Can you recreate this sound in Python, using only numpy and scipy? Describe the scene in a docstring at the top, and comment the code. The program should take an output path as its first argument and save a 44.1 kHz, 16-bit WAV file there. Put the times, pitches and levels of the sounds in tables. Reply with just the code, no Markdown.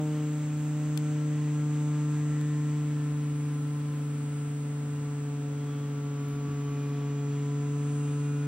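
"""Toy bug buzzing on a duvet

Close up, on a hand-held camera's stereo microphone: the toy's off-balance motor shakes the cloth once
a turn and its brushes tick over the commutator. The camera clicks and is bumped now and then.
Far off in the room are a fan, a hum and a thin high whine.
The microphone widens the treble: there the two sides are nearly opposed."""
import sys
import numpy as np
from scipy.fft import rfft, irfft, next_fast_len
from scipy.io import wavfile
from scipy.ndimage import map_coordinates

SR = 44100
rng = np.random.default_rng(int(sys.argv[2]) if len(sys.argv) > 2 else 0)


def master(y):
    """Save y as 16-bit WAV."""
    cut = np.clip(np.atleast_2d(y).T, -1, 1)
    pcm = np.round(cut * 32767)  # scale
    wavfile.write(sys.argv[1], SR, pcm.astype(np.int16))


N = 373526
TIME = np.arange(N) / SR

# The motor, close up: time_s, speed_hz, order1_db, order2_db, order3_db
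MOTOR_RUN = [(0, 152.22, -30, -35.1, -43.5), (.28, 150.27, -30.9, -35.8, -46.5),
             (.42, 150.08, -31.1, -39.3, -56), (1, 150.19, -29.4, -37.2, -49.3),
             (1.25, 150.02, -29.1, -37, -48.5), (1.49, 148.85, -28.6, -36.9, -49.3),
             (2, 148.9, -28.3, -36.6, -49.3), (2.74, 148.62, -29, -37.7, -49.8),
             (3.24, 147.15, -30.2, -39.7, -50), (3.99, 146.55, -31.7, -42, -50.8),
             (4.23, 145.65, -32.3, -42.8, -50.3), (4.9, 145.45, -32.7, -43, -49.2),
             (5.23, 144.47, -32.9, -42.4, -47.5), (5.73, 144.28, -32.8, -42.1, -47),
             (6.23, 143.05, -33, -42, -46.2), (7.3, 142.8, -30.8, -39.7, -43.2),
             (7.97, 145.01, -29.7, -39, -44.2), (8.47, 144.46, -29.8, -39.4, -45)]
def toy_bug():
    """The weight pulls once a turn; the cloth flattens the crests and sharpens the troughs."""
    speed, *levels = curves(MOTOR_RUN)
    turns = np.cumsum(speed) / SR
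    lag = .2 - 1.7 * np.exp(-(TIME / .45) ** 2)  # radians per order; a lead until the toy settles
    shake = sum((-1) ** k * amp(db + .098 * wobble(18)) * np.cos((k + 1) * 2 * np.pi * turns - k * lag)
                for k, db in enumerate(levels))
    mid = np.sqrt(2) * (shake + shell_buzz(turns, speed)) + rattle(turns)
    side = filtered(mid, lambda hz: .03 - .15j * np.minimum(hz / 600, 1))  # it lies a little off axis
    facing_db = levels[0] + 28.3  # zero with the microphone facing the toy
    return np.array([mid, side]) + motor_can(brushes(turns, facing_db))


# Spectrum of the buzz: pitch_hz, level_db
BUZZ_SPECTRUM = [(550, -68), (900, -64.5), (1300, -68.5), (1700, -72), (2500, -74.5), (3400, -76.5),
                 (4500, -87), (6000, -84.5)]
# Overtones swell as the toy shifts on the cloth; near 1.1 s the 9th, close to the hum's upper tone, flares
# briefly as the two beat: centre_s, half_length_s, order, lift_db
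BUZZ_SWELLS = [(0.95, 1.03, 4, 11), (1.47, 0.56, 5, 4.5), (0.74, 0.26, 5, 5), (6.8, 2.1, 5, 7),
               (8.4, .4, 4, 1), (2, .4, 6, 5), (2.5, 0.9, 7, 7.5), (3.87, 0.25, 7, 5), (7.86, 0.65, 7, 8),
               (1.9, 0.35, 8, 8.5), (3.4, 0.19, 8, 4.5), (6.7, 1.24, 8, 10.5), (1.07, .04, 9, 6),
               (1.19, .05, 9, 4), (7.9, .5, 34, 10), (7.3, .5, 42, 9), (8, .4, 25, 4), (7.1, .5, 20, 3),
               (2.2, 0.19, 9, 9), (2.9, .15, 9, 3), (4, .6, 9, 3), (8.1, 0.52, 9, 9), (5, 1, 10, 4.5),
               (6.44, .4, 10, 5.5), (8.47, 0.66, 10, 11), (2.5, 0.3, 12, 10.5), (2.45, 0.43, 13, 9.5),
               (1.4, 0.23, 13, 8), (8.8, .3, 14, 8.5), (6.85, .12, 17, 7), (7.2, .15, 17, 7),
               (8.3, .4, 17, 11), (8.1, 0.61, 19, 8), (5.75, 0.2, 23, 9), (5, .6, 19, 4), (6.5, .6, 21, 4),
               (6.8, 0.38, 17, 4), (6.8, .5, 14, 2.5), (4.8, 0.28, 14, 4), (3, .08, 12, 11),
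               (1.7, .4, 11, 5), (2.2, .3, 11, 7), (7.15, 0.37, 23, 7.5)]
def shell_buzz(turns, speed):
    """Overtones of the shake fade and flicker; the low ones buzz harder until the shell settles."""
    settling_db = 16 * np.exp(-TIME / .2)
    buzz = np.zeros(N)
    for order in range(4, 44):
        level_db = along(BUZZ_SPECTRUM, order * speed)
        level_db += settling_db / (1 + (order * speed[0] / 1100) ** 4)
        level_db += sum(db * swell(s, half) for s, half, k, db in BUZZ_SWELLS if k == order)
        drift = 2 * np.pi * rng.random() + .5 * wobble(2)
        buzz += amp(level_db + wobble(4) + 1.8 * wobble(20)) * np.cos(order * 2 * np.pi * turns + drift)
    return buzz


# Loose parts rubbing: time_s, level_db
RATTLE_LEVEL = [(0, -54.5), (.4, -55.5), (3, -56.5), (4.3, -61.5), (5.6, -62.5), (6.8, -57.5),
                (8.47, -58.5)]
# Their spectrum: frequency_hz, relative_db
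RATTLE_SPECTRUM = [(300, -23), (700, -5.5), (1300, -1), (2500, -3), (4000, -11), (6000, -15.5),
                   (9000, -39.5)]
def rattle(turns):
    """Loose parts rub hardest in one half of each turn."""
    gate = 1 + .23 * np.cos(2 * np.pi * (turns - .33))
    return amp(curves(RATTLE_LEVEL)[0] + 1.16 * wobble(12)) * unit(gate * noise(RATTLE_SPECTRUM))


# Hard contacts: angle_turns, sign
HARD_CONTACTS = [(.06, 1), (.561, -1)]
# Each drops as the microphone turns away: on_axis_db, slope_db_per_db
HARD_LEVELS = [(-49.5, 3), (-50, 2)]
# Light contacts: angle_turns, sign, relative_db
LIGHT_CONTACTS = [(.15, -1, -3), (.4, 1, -5), (.47, -1, -1), (.648, 1, -2), (.897, -1, -4), (.972, 1, -2)]
# Scraping until the brushes bed in: time_s, drive_db
SCRAPE_LEVEL = [(0, -78), (.6, -76), (1.2, -78), (1.45, -92), (8.47, -92)]
def brushes(turns, facing_db):
    """Two hard and six light contacts a turn, with a scrape between, drive the motor can."""
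    turns = turns + .001 * wobble(8)
    hard = sum(sign * amp(db + slope * facing_db + wobble(15))
               * ticks(turns, angle, jitter_s=2e-6, scatter_db=1)
               for (angle, sign), (db, slope) in zip(HARD_CONTACTS, HARD_LEVELS))
    light = sum(sign * amp(db + 2 * wobble(3)) * ticks(turns, angle, jitter_s=4e-6, scatter_db=1.5)
                for angle, sign, db in LIGHT_CONTACTS)
    scrape = amp(curves(SCRAPE_LEVEL)[0] + 1.5 * wobble(12)) * (1 + .48 * np.cos(4 * np.pi * turns))
    return hard + amp(-53.5) * light + scrape * rng.standard_normal(N)


# Modes of the can: pitch_hz, width_hz, gain_per_pass_db
CAN_MODES = [(8370, 500, 2), (6666, 1030, 0), (7240, 630, 1.5), (9950, 1200, -18), (10860, 1000, -8),
             (11600, 1000, -5), (12500, 1200, -5)]
# The first mode from further round: pitch_hz, width_hz, gain_per_pass_db
OFF_AXIS_MODE = (8050, 620, 0.92)
# How much of that lower pitch is heard: time_s, power_share
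OFF_AXIS_SHARE = [(0, 0), (2.8, .3), (3.3, 0.2), (4, 0.4), (5, 0.76), (6, 0.7), (7.3, 0.3), (7.8, .7),
                  (8.47, .6)]
# The microphone turns: time_s, first_mode_db, first_mid_over_side_db, others_mid_over_side_db
MIC_AIM = [(0, -4, 1, -4), (1, -0.5, -6.5, -4), (2.7, 1, -7, -5.5), (3.4, 4, -14.5, -12.5),
           (4.3, 6.5, -10.5, -10), (5.8, -0.5, -9.5, -11.5), (6.3, -5, -23, -12.5), (7.2, -5, -38, -7.5),
           (8, 6, -23, -7), (8.47, 3, -19, -7)]
# The four upper modes: time_s, gain_db
CAN_SHEEN = [(0, 1.5), (1, -5), (2, -5.5), (3, -2), (4, 6.5), (5, -2.5), (6, 4), (7, -8), (8.47, -6)]
def motor_can(drive):
    """The can rings; its first mode beams, so its level and pitch shift as the microphone moves."""
    def ring(modes):  # each mode acts twice: brush to can, can to air
        return filtered(drive, lambda hz: sum(ringing([mode])(hz) ** 2 for mode in modes))

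    share, = curves(OFF_AXIS_SHARE)
    beam, first_mid, others_mid = amp(curves(MIC_AIM))
    sheen = amp(curves(CAN_SHEEN)[0] + 1.2 * wobble(8))
    first = np.sqrt(1 - share) * ring(CAN_MODES[:1]) + np.sqrt(share) * ring([OFF_AXIS_MODE])
    first *= amp(24.5) * beam
    others = amp(24) * (ring(CAN_MODES[1:3]) + sheen * ring(CAN_MODES[3:]))
    mid = filtered(others_mid * others - first_mid * first, lambda hz: 1j)  # a quarter cycle ahead
    return np.array([mid, others - first])


# Snaps right at the microphone: start_s, strength_db, crackle_t60_s, tilt_db_per_octave
CASE_SNAPS = [(.97535, -17, .003, 1), (.976, -19, .002, -2), (.9765, -20, .003, -1),
              (2.413, -22, .0015, -4), (6.2858, -36, .002, 5), (6.6926, -42, .002, 2)]
# The camera case: pitch_hz, width_hz, mid_db, side_db
CASE_MODES = [(750, 700, -14, -4), (1340, 400, -4, -10), (2400, 600, -6, -5), (3200, 350, -16, 3),
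              (3570, 330, 2, -9), (4350, 300, 0, -6), (5100, 260, 2, -7), (6170, 450, 2, -3),
              (6900, 500, -9, -2), (7500, 500, 2, 4), (9400, 1200, -5, -12), (11770, 1200, -7, -10),
              (14200, 1500, -13, -17)]
def case_clicks():
    """Plastic snaps, each trailing a crackle, ring the case, unlike at each microphone port."""
    size = 600
    snaps, t = np.zeros(N + size), np.arange(size) / SR
    for s, db, t60, tilt_db in CASE_SNAPS:
        crackle = .3 * amp(-60 * t / t60) * rng.standard_normal(size)
        burst = amp(db) * ((t == 0) + crackle)
        colour = (1j * np.fft.rfftfreq(size, 1 / SR) / 5000 + .1) ** (tilt_db / (20 * np.log10(2)))
        snaps[round(s * SR):][:size] += irfft(rfft(burst) * colour, size)
    mid = filtered(snaps[:N], ringing([(hz, width, db) for hz, width, db, _ in CASE_MODES]))
    side = filtered(snaps[:N], ringing([(hz, width, db) for hz, width, _, db in CASE_MODES]))
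    return np.array([mid, side])


# Knocks on the camera: centre_s, peak_db, pitch_hz, half_length_s
CAMERA_BUMPS = [(.6, -54, 90, .05), (.9, -56, 45, .04), (2.33, -58, 50, .04), (2.82, -62, 45, .05),
                (3.13, -54, 65, .04), (3.33, -59, 45, .04), (3.95, -50, 314, .03),
                (6.355, -51, 64.5, 0.025), (6.4, -58, 65, .02), (6.479, -41.5, 179, 0.019),
                (6.486, -45, 312, 0.042), (6.5, -46, 90, 0.03), (6.535, -50, 85, .015),
                (6.59, -55, 70, .02), (6.69, -52, 70, 0.04), (7.042, -57, 50.5, .05)]
def bumps():
    """Soft bumps give a low, wavering swing that both ports feel alike."""
    waver = .98 * wobble(40)
    mid = sum(amp(db) * swell(s, half) * np.sin(2 * np.pi * hz * (TIME - s) + waver)
              for s, db, hz, half in CAMERA_BUMPS)
    return np.array([mid, np.zeros(N)])


# The grip shifts beside the microphone: centre_s, half_length_s, level_db
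GRIP_SHIFTS = [(.7, .4, -74), (3.5, .7, -74), (5, 0.86, -75), (6.3, .1, -70), (6.8, .3, -71)]
# Skin on plastic: frequency_hz, relative_db
SKIN_SPECTRUM = [(2000, -30), (4500, -1), (7000, -4), (10000, 1.5), (15000, -5.5)]
def fingers():
    """Fingers slide on the case with a wide, uneven hiss."""
    grip = sum(amp(db) * swell(s, half) for s, half, db in GRIP_SHIFTS) * amp(2.2 * wobble(29))
    return grip * np.array([unit(noise(SKIN_SPECTRUM)) for _ in range(2)])


# A fan across the room, at its normal speed: pitch_hz, level_db, side_share
FAN_TONES = [(235.8, -54, 0.092), (269.5, -51, 0.047), (535, -66, 0.14)]
# Its drift: time_s, relative_speed
FAN_DRIFT = [(0, 1), (5.2, 1), (5.8, 1.017), (6.15, 1.017), (6.6, 1.007), (7.2, 1), (8.47, 1)]
def fan():
    """The fan's tones flutter, and rise and grow with its speed."""
    speed, = curves(FAN_DRIFT)
    spun_s = np.cumsum(speed) / SR
    return speed ** 12 * sum(tone(row, spun_s, 2.26 * wobble(12), .21 * wobble(8)) for row in FAN_TONES)


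# A distant hum: pitch_hz, level_db, side_share
HUM_TONES = [(120.2, -61.5, 0.09), (1344, -63, 0.37)]
def hum():
    """Two tones hold their pitch and flutter slightly."""
    return sum(tone(row, TIME, 1.9 * wobble(8), .31 * wobble(6)) for row in HUM_TONES)


# A far-off whine: pitch_hz, left_db, right_db
WHINE_TONE = (15734, -79, -73.5)
def whine():
    """One thin steady tone, louder on the right; returns left and right."""
    hz, *ports_db = WHINE_TONE
    return np.sqrt(2) * amp(ports_db)[:, None] * np.sin(2 * np.pi * hz * TIME)


# Room tone, mid and side: frequency_hz, density_db
ROOM_MID = [(20, -91.5), (45, -88.5), (110, -76.5), (300, -80), (600, -87), (1200, -88.5), (2500, -97),
            (4000, -104), (6500, -107), (9000, -112), (13000, -116), (16000, -114)]
ROOM_SIDE = [(20, -120), (60, -100), (150, -117), (400, -84), (900, -92), (2000, -95.5), (4000, -99),
             (7000, -103), (10000, -105), (13000, -107), (16000, -110)]
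def room_tone():
    """Air and microphone noise lie under everything."""
    return np.array([noise(ROOM_MID) * amp(wobble(3.7) / 2), noise(ROOM_SIDE)])


def amp(db):
    return 10 ** (np.asarray(db) / 20)


def unit(x):
    return x / np.sqrt(np.mean(x ** 2) + 1e-20)


def swell(centre_s, half_length_s):
    return np.exp(-((TIME - centre_s) / half_length_s) ** 2)


def tone(row, clock_s, flutter_db, drift):
    """A wavering sine as mid and side."""
    hz, db, side_share = row
    mid = np.sqrt(2) * amp(db + flutter_db) * np.sin(2 * np.pi * hz * clock_s + drift)
    return np.array([mid, side_share * mid])


def along(points, hz):
    """Read (Hz, value) points on a log axis."""
    frequencies, values = np.transpose(points)
    return np.interp(np.log(hz + 1), np.log(frequencies + 1), values)


def curves(rows):
    """One value per sample for each column after the time."""
    times, *columns = np.transpose(rows)
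    return [np.interp(TIME, times, column) for column in columns]


def wobble(rate):
    """A smooth random curve, rate knots a second."""
    coarse = TIME[::64]
    knots = rng.standard_normal(int(N * rate / SR) + 4)
    return np.interp(TIME, coarse, map_coordinates(knots, [coarse * rate]))


def filtered(x, response):
    """x through a complex frequency response."""
    size = next_fast_len(N + SR // 2)
    return irfft(rfft(x, size) * response(np.fft.rfftfreq(size, 1 / SR)), size)[..., :N]


def noise(spectrum):
    """Noise with the given dB per Hz."""
    return filtered(rng.standard_normal(N), lambda hz: amp(along(spectrum, hz))) * np.sqrt(SR / 2)


def ringing(modes):
    """The causal response of a set of resonances, with a notch between neighbours."""
    return lambda hz: sum(amp(db) * 1j * hz * width / (pitch ** 2 - hz ** 2 + 1j * hz * width)
                          for pitch, width, db in modes)


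def ticks(turns, angle, jitter_s, scatter_db):
    """One impulse each time the shaft passes the angle, placed between samples."""
    when = np.interp(np.arange(1, int(turns[-1]) - 1) + angle, turns, np.arange(N))
    chance = rng.standard_normal((len(when), 2))
    when += jitter_s * SR * chance[:, 0]
    taps = np.floor(when)[:, None] + np.arange(-7, 9)
    gap = taps - when[:, None]
    shape = np.sinc(gap) * np.cos(np.pi * gap / 16) ** 2 * amp(scatter_db * chance[:, 1:])
    return np.bincount(taps.astype(int).ravel(), shape.ravel(), N)[:N]


def scene():
    """Toy, room and handling meet as mid and side, then open out to left and right."""
    mid, side = toy_bug() + fan() + hum() + room_tone() + case_clicks() + bumps() + fingers()
    return np.array([mid + side, mid - side]) + whine()


def record(dry):
    """The camera keeps nothing above its band limit."""
    return filtered(dry, lambda hz: hz < 15850)


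dry = scene()
out = record(dry)
master(out)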